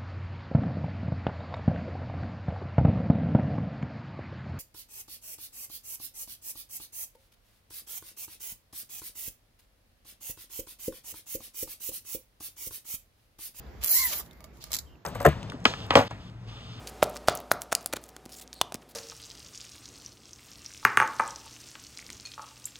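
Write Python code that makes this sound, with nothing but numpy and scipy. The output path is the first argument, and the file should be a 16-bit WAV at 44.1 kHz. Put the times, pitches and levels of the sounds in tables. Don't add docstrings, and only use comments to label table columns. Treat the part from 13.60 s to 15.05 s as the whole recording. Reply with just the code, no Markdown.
import sys
import numpy as np
from scipy import signal
from scipy.fft import rfft, irfft
from scipy.io import wavfile
from scipy.ndimage import uniform_filter1d

SR = 44100
rng = np.random.default_rng(int(sys.argv[2]) if len(sys.argv) > 2 else 0)


def persist_wave(psi):
    counts = np.round(np.clip(psi, -1, 1) * 32767).astype(np.int16)
    wavfile.write(sys.argv[1], SR, np.atleast_2d(counts).T)


def undo_db(level):
    steps = np.asarray(level, float) / 20
    return 10 ** steps


N = 63945

# pitch_hz, level_db_per_hz
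AIR_SPECTRUM = [(59, -68), (100, 9.5), (2120, -12), (2630, -18), (4580, -20), (7480, -28), (8510, -42),
                (14800, -25.5), (16500, -62)]
# time_s, level_db
AIR_LEVEL = [(0, 6.5), (.24, 6), (.27, 1), (1.25, 1), (1.45, -3)]
# pitch_hz, likeness_0_to_1
AIR_LIKENESS = [(60, .72), (300, .8), (600, .5), (1500, .25), (15000, .2)]
# time_s, level_db
DRONE_LEVEL = [(0.0, -45), (0.036, -58.5), (0.088, -43.5), (0.116, -55.5), (0.234, -40), (0.286, -74),
               (0.37, -50), (0.634, -53), (0.654, -68), (0.69, -56), (1.356, -52), (1.45, -97.5)]
# pitch_hz, level_db_per_hz
DRONE_SPECTRUM = [(40, -9.5), (58, 4), (85, -4), (110, -29)]
# time_s, pitch_hz, level_db
BIRD = [
    (1.258, 3150, -80),
    (1.272, 3170, -62),
    (1.295, 2950, -63),
    (1.33, 2980, -63),
    (1.35, 2880, -67),
    (1.39, 2850, -80),
]
# start_s, length_s, level_db, centre_hz, width_octaves
SCUFFS = [(0.206, 0.11, -39, 2750, 4.1), (0.41, 0.24, -42, 3230, 2.84), (0.514, 0.042, -33.5, 3240, 5.6),
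          (0.583, 0.0394, -45, 1200, 0.062), (0.547, 0.1, -46, 710, 3.7), (0.62, 0.08, -60, 12200, 5.1),
          (0.68, 0.13, -65, 2098, 0.044), (0.702, 0.18, -73.5, 13100, 0.46), (0.928, 0.091, -64, 6500, 2.1),
          (0.999, 0.066, -50, 4240, 1.1), (1.009, .03, -58, 13400, 0.45), (1.024, 0.1, -57, 4630, 1.7),
          (1.096, 0.1, -46, 850, 5.1)]
# time_s, peak_db, pitch_hz, brightness_db, knock_db
TAPS = [(0.0667, -47.5, 3860, -30, -12), (0.2184, -37, 5000, 2, -33), (0.2299, -23.5, 5600, -1, -30),
        (0.5291, -26, 5000, 4.5, -18), (0.5327, -30.5, 2300, 10.5, -13), (0.6616, -50, 5000, 8.5, -32),
        (0.7107, -39.5, 3692, -3.5, -34), (0.729, -52, 5000, -1, -27), (0.7319, -50, 5000, 5, -26),
        (0.773, -55, 5000, 0, -19), (0.8056, -49.5, 2045, 9, -4.5), (0.8419, -37, 5510, 4.5, -12.5),
        (.8465, -45, 5000, 5.5, -31), (.9711, -49, 5000, 3.5, -33), (1.006, -50, 5000, 2, -27),
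        (1.025, -36, 5000, -0.5, -27), (1.0401, -27, 5330, 2, -28.5), (1.070, -36.5, 5000, -6, -19.5),
        (1.1064, -32, 5630, -4.5, -16.5), (1.1154, -40.5, 5000, -11, -31), (1.355, -47.5, 2696, -29, -34)]
# pitch_hz, level_db_per_hz
SKIN_SPECTRUM = [(290, -40), (500, -12), (1240, -3), (2300, -7), (4110, -2), (8420, -4), (15500, -4),
                 (17000, -20)]
# pitch_hz, level_db, t60_s
WALL_MODES = [(629, -1, 0.09), (1200, -2, 0.091), (2200, -7.5, 0.077)]
TOOTH_TIMES = [.2372, .2451, .2565, .2615, .2674, .273, .2771, .2811, .2851, 1.1182, 1.1312, 1.139, 1.1464,
               1.154, 1.166, 1.1875]
# peak_db, crate_relative_db, ring_t60_s
TOOTH_SOUNDS = [(-14, -19, 0.032), (-9.5, -21.5, .024), (-21.5, -19, .01), (-13, -26.5, .01),
                (-19, -26, .012), (-15.5, -26.5, .011), (-16.5, -19.5, .011), (-16, -15.5, .011),
                (-16.5, -23.5, .012), (-23, -9.5, 0.023), (-21, -6.5, 0.014), (-19, -6, 0.018),
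                (-19, -8, 0.014), (-23.5, -6, 0.016), (-23.5, -7, 0.028), (-23, -7.5, 0.034)]
# time_s, teeth_per_second_hz
PULL_SPEED = [(.287, 330), (.3, 520), (.315, 750), (.33, 855), (.36, 995), (.39, 1050), (.418, 1085),
              (.432, 1025), (.46, 1005), (.498, 885), (.504, 720), (.522, 590), (.545, 450), (.565, 330),
              (.612, 275)]
# time_s, pawl_snap_db, crate_scrape_relative_db
PULL_FORCE = [
    (0.287, -29, -5.5),
    (0.317, -19.5, -15.5),
    (0.329, -24.5, -8.5),
    (0.353, -21.5, -11.5),
    (0.431, -32.5, -3.5),
    (0.455, -25.5, -22),
    (0.485, -38, -4.5),
    (0.603, -36.5, -15),
    (0.615, -51.5, -3),
]
# pitch_hz, level_db_per_hz
PAWL_SPECTRUM = [(3530, -31.5), (6000, -20.5), (8890, -3), (10500, 1), (15000, 7), (16000, -19.5),
                 (16500, -78.5)]
# pitch_hz, level_db_per_hz
CRATE_SPECTRUM = [(500, -22), (1500, -13), (3000, -12), (4200, -1), (6000, -2), (7800, -0.5), (9200, -12.5),
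                  (12500, -11)]
# time_s, whine_db
SINGING = [(.29, -64), (.31, -56), (.36, -52), (.42, -45), (.46, -47), (.495, -50), (.503, -60),
           (.512, -56), (.53, -63), (.56, -65)]
# pitch_hz, level_db
WHINE_SPECTRUM = [(400, 7), (1000, 0), (1350, 5), (1600, -1), (2150, 11), (2700, -11), (3800, -10),
                  (4300, 2)]
# start_s, end_s, centre_hz, width_hz
HOLLOWS = [(.25, .315, 3750, 170), (.3, .36, 3500, 240), (.28, .335, 8050, 420), (.28, .345, 9300, 260),
           (.34, .475, 8800, 200), (.37, .41, 730, 70), (.40, .44, 2450, 90), (.435, .465, 5300, 220),
           (.295, .33, 5300, 130), (.52, .57, 8000, 200), (.52, .57, 9000, 180), (.565, .595, 3600, 130),
           (.585, .62, 4300, 130), (.595, .62, 2400, 130), (1.19, 1.3, 8800, 350), (.1, .225, 9000, 800),
           (1.15, 1.2, 2900, 110), (1.165, 1.2, 1800, 80)]

LEAD = 128
RING_SIZE = 4096
SIDES = np.array([[1], [-1]])
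SECONDS = np.arange(N) / SR


def read(points, hz):
    f, value = np.transpose(points)
    return np.interp(np.log(hz + 1), np.log(f + 1), value)


def curve(table, off=-120):
    table = np.array(table, float)
    return [np.interp(SECONDS, table[:, 0], column, off, off) for column in table.T[1:]]


def evened(x):
    return x / np.sqrt(np.mean(x ** 2) + 1e-20)


def drift(width):
    return evened(uniform_filter1d(rng.standard_normal(N), width))


def colour(x, points):
    hz = np.fft.rfftfreq(x.shape[-1], 1 / SR)
    below = (points[0][0] * .5, points[0][1] - 25)
    above = (points[-1][0] * 1.3, points[-1][1] - 25)
    return irfft(rfft(x) * undo_db(read([below] + list(points) + [above], hz)), x.shape[-1])


def ring(points, t60, spike):
    t = np.arange(RING_SIZE) / SR
    x = rng.standard_normal((2, RING_SIZE)) * undo_db(-60 * t / t60)
    left_lag = rng.integers(7)
    x[[0, 1], [left_lag, 0]] += spike
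    run_in = np.sin(np.pi / 2 * np.minimum(t * SR / LEAD, 1)) ** 2
    x = colour(np.roll(x, LEAD, 1), points) * run_in
    return x / np.linalg.norm(x, axis=1, keepdims=True)


def strike(train, points, t60, spike, count=12):
    pick = rng.integers(0, count, N)
    out = np.zeros((2, N))
    for k in range(count):
        kicks = (train * (pick == k))[None]
        out += signal.oaconvolve(kicks, ring(points, t60, spike))[:, LEAD:N + LEAD]
    return out


def place(out, s, sound):
    out[:, round(s * SR) - LEAD:][:, :RING_SIZE] += sound


def air():
    frames, hz = N // 512 + 5, np.fft.rfftfreq(2048, 1 / SR)
    a, b, c, d, patches = rng.standard_normal((frames, 1025, 5)).T
    patches = evened(uniform_filter1d(uniform_filter1d(patches, 20, 0), 6, 1))
    same = np.clip(read(AIR_LIKENESS, hz), -1, 1)[:, None]
    left = a + 1j * b
    right = same * left + np.sqrt(1 - same ** 2) * (c + 1j * d)
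    z = np.array([left, right]) * undo_db(read(AIR_SPECTRUM, hz)[:, None] + 1.5 * patches)
    wash = evened(signal.istft(z, nperseg=2048, noverlap=1536)[1][:, :N])
    return undo_db(-57 + curve(AIR_LEVEL, off=0)[0]) * wash


def drone():
    a, b = rng.standard_normal((2, N))
    rumble = colour(np.array([a + .4 * b, .9 * a - .4 * b]), DRONE_SPECTRUM)
    return undo_db(curve(DRONE_LEVEL, off=-60)[0]) * evened(rumble)


def bird():
    hz, db = curve(BIRD)
    burr = np.clip((SECONDS - 1.28) / .015, 0, .85)
    throb = 1 - burr + 1.04 * burr * np.sin(2 * np.pi * 130 * SECONDS + drift(400))
    return undo_db(db + 2.0) * throb * np.sin(2 * np.pi * np.cumsum(hz) / SR)


def rub():
    out = np.zeros((2, N))
    for s, length, db, hz, octaves in SCUFFS:
        edge = 2 ** octaves
        grains = rng.standard_normal((2, N)) * undo_db(1.8 * drift(100))
        progress = np.clip((SECONDS - s) / length, 0, 1)
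        swell = np.sin(np.pi * progress ** .8) ** 1.5
        band = [(hz / edge, -14), (hz, 0), (hz * edge, -14)]
        out += undo_db(db) * swell * evened(colour(grains, band))
    return out


def taps():
    out = np.zeros((2, N + RING_SIZE))
    t = np.maximum(np.arange(RING_SIZE) - LEAD, 0) / SR
    for s, db, hz, bright_db, knock_db in TAPS:
        tap = undo_db(bright_db + 10.0) * ring(SKIN_SPECTRUM, .018, 1.5)
        if hz < 4500:
            tap += undo_db(-3.5 - 60 * t / .011) * np.sin(2 * np.pi * hz * t)
        for f, mode_db, t60 in WALL_MODES:
            tap += undo_db(mode_db + knock_db - 60 * t / t60) * np.sin(2 * np.pi * f * t)
        place(out, s, undo_db(db) * tap)
    return out[:, :N]


def teeth():
    out = np.zeros((2, N + RING_SIZE))
    for s, (db, crate_db, t60) in zip(TOOTH_TIMES, TOOTH_SOUNDS):
        pawl = ring(PAWL_SPECTRUM, t60, 3)
        crate = ring(CRATE_SPECTRUM, t60, 2.6)
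        place(out, s, undo_db(db) * (undo_db(10.5) * pawl + undo_db(crate_db + 22.0) * crate))
    return out[:, :N]


def patchy(x):
    z = signal.stft(x, nperseg=1024, noverlap=896)[2]
    patches = rng.standard_normal(z.shape[1:])
    patches = evened(uniform_filter1d(uniform_filter1d(patches, 3, 0), 14, 1))
    return signal.istft(z * undo_db(4 * patches - 0.5), nperseg=1024, noverlap=896)[1][:, :N]


def whine(rate, turns):
    whine_db = curve(SINGING)[0]
    wobble = .3 * evened(uniform_filter1d(drift(200), 120))
    out = np.zeros((2, N))
    for k in range(1, 5):
        waver_db = (2.6 + .6 * k) * drift(220)
        right_lead = np.array([[0], [0.54 * k]])
        level_db = whine_db + read(WHINE_SPECTRUM, k * rate) + waver_db + SIDES / k
        out += undo_db(level_db) * np.sin(k * (2 * np.pi * turns + wobble) + right_lead)
    return out


def zip_pull():
    rate = curve(PULL_SPEED, off=0)[0]
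    snap_db, crate_db = curve(PULL_FORCE)
    turns = np.cumsum(rate) / SR
    shaky = turns + .05 * drift(60)
    passed = np.floor(np.maximum.accumulate(shaky))
    train = (np.diff(passed, prepend=0) > 0) * np.sqrt(SR / (rate + 50))
    train = train * undo_db(2 * rng.standard_normal(N))
    loose = np.clip((SECONDS - .31) / .05, .2, 1)
    hiss = .55 * loose * rng.standard_normal(N) * undo_db(0.83 * drift(90))
    pawl = strike((train + hiss) * undo_db(snap_db), PAWL_SPECTRUM, .011, 5.)
    crate = strike((train + 1.43 * hiss) * undo_db(snap_db + crate_db), CRATE_SPECTRUM, 0.052, 1.9)
    return pawl + patchy(crate) + whine(rate, turns)


def yard(x):
    t = np.arange(SR // 2) / SR
    near_decay, far_decay = undo_db(-60 * t / .1), undo_db(-16 - 60 * t / 0.33)
    build_up = np.minimum(t / 0.004, 1)
    tail = rng.standard_normal((2, len(t))) * np.hypot(near_decay, far_decay) * build_up
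    return signal.fftconvolve(x, tail / np.linalg.norm(tail[0]), axes=1)[:, :N]


def hollowed(x):
    hz, t, z = signal.stft(x, SR, nperseg=1024, noverlap=896)
    depth = np.zeros((len(hz), len(t)))
    for start, end, centre, width in HOLLOWS:
        across = ((hz[:, None] - centre) / width) ** 4
        along = ((2 * t - start - end) / (end - start)) ** 6
        depth += np.exp(-across - along)
    z = z * undo_db(-40 * np.minimum(depth, 1))
    return signal.istft(z, SR, nperseg=1024, noverlap=896)[1][:, :N]


def scene():
    near = undo_db(1) * zip_pull() + teeth() + taps() + rub()
    mix = near + undo_db(-11.5) * yard(near) + bird() + air() + drone()
    return hollowed(mix) * undo_db(-1.1 * SIDES)


def low_pass(x):
    return signal.sosfilt(signal.butter(12, 16820, fs=SR, output="sos"), x)


def record(dry):
    hz = np.fft.rfftfreq(N, 1 / SR)
    notch_db = -10 * np.exp(-((hz - 8650) / 600) ** 4)
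    edge_db = -26 * np.clip((hz - 15550) / 300, 0, 1)
    return low_pass(irfft(rfft(dry) * undo_db(notch_db + edge_db), N))


dry = scene()
out = record(dry)
persist_wave(out)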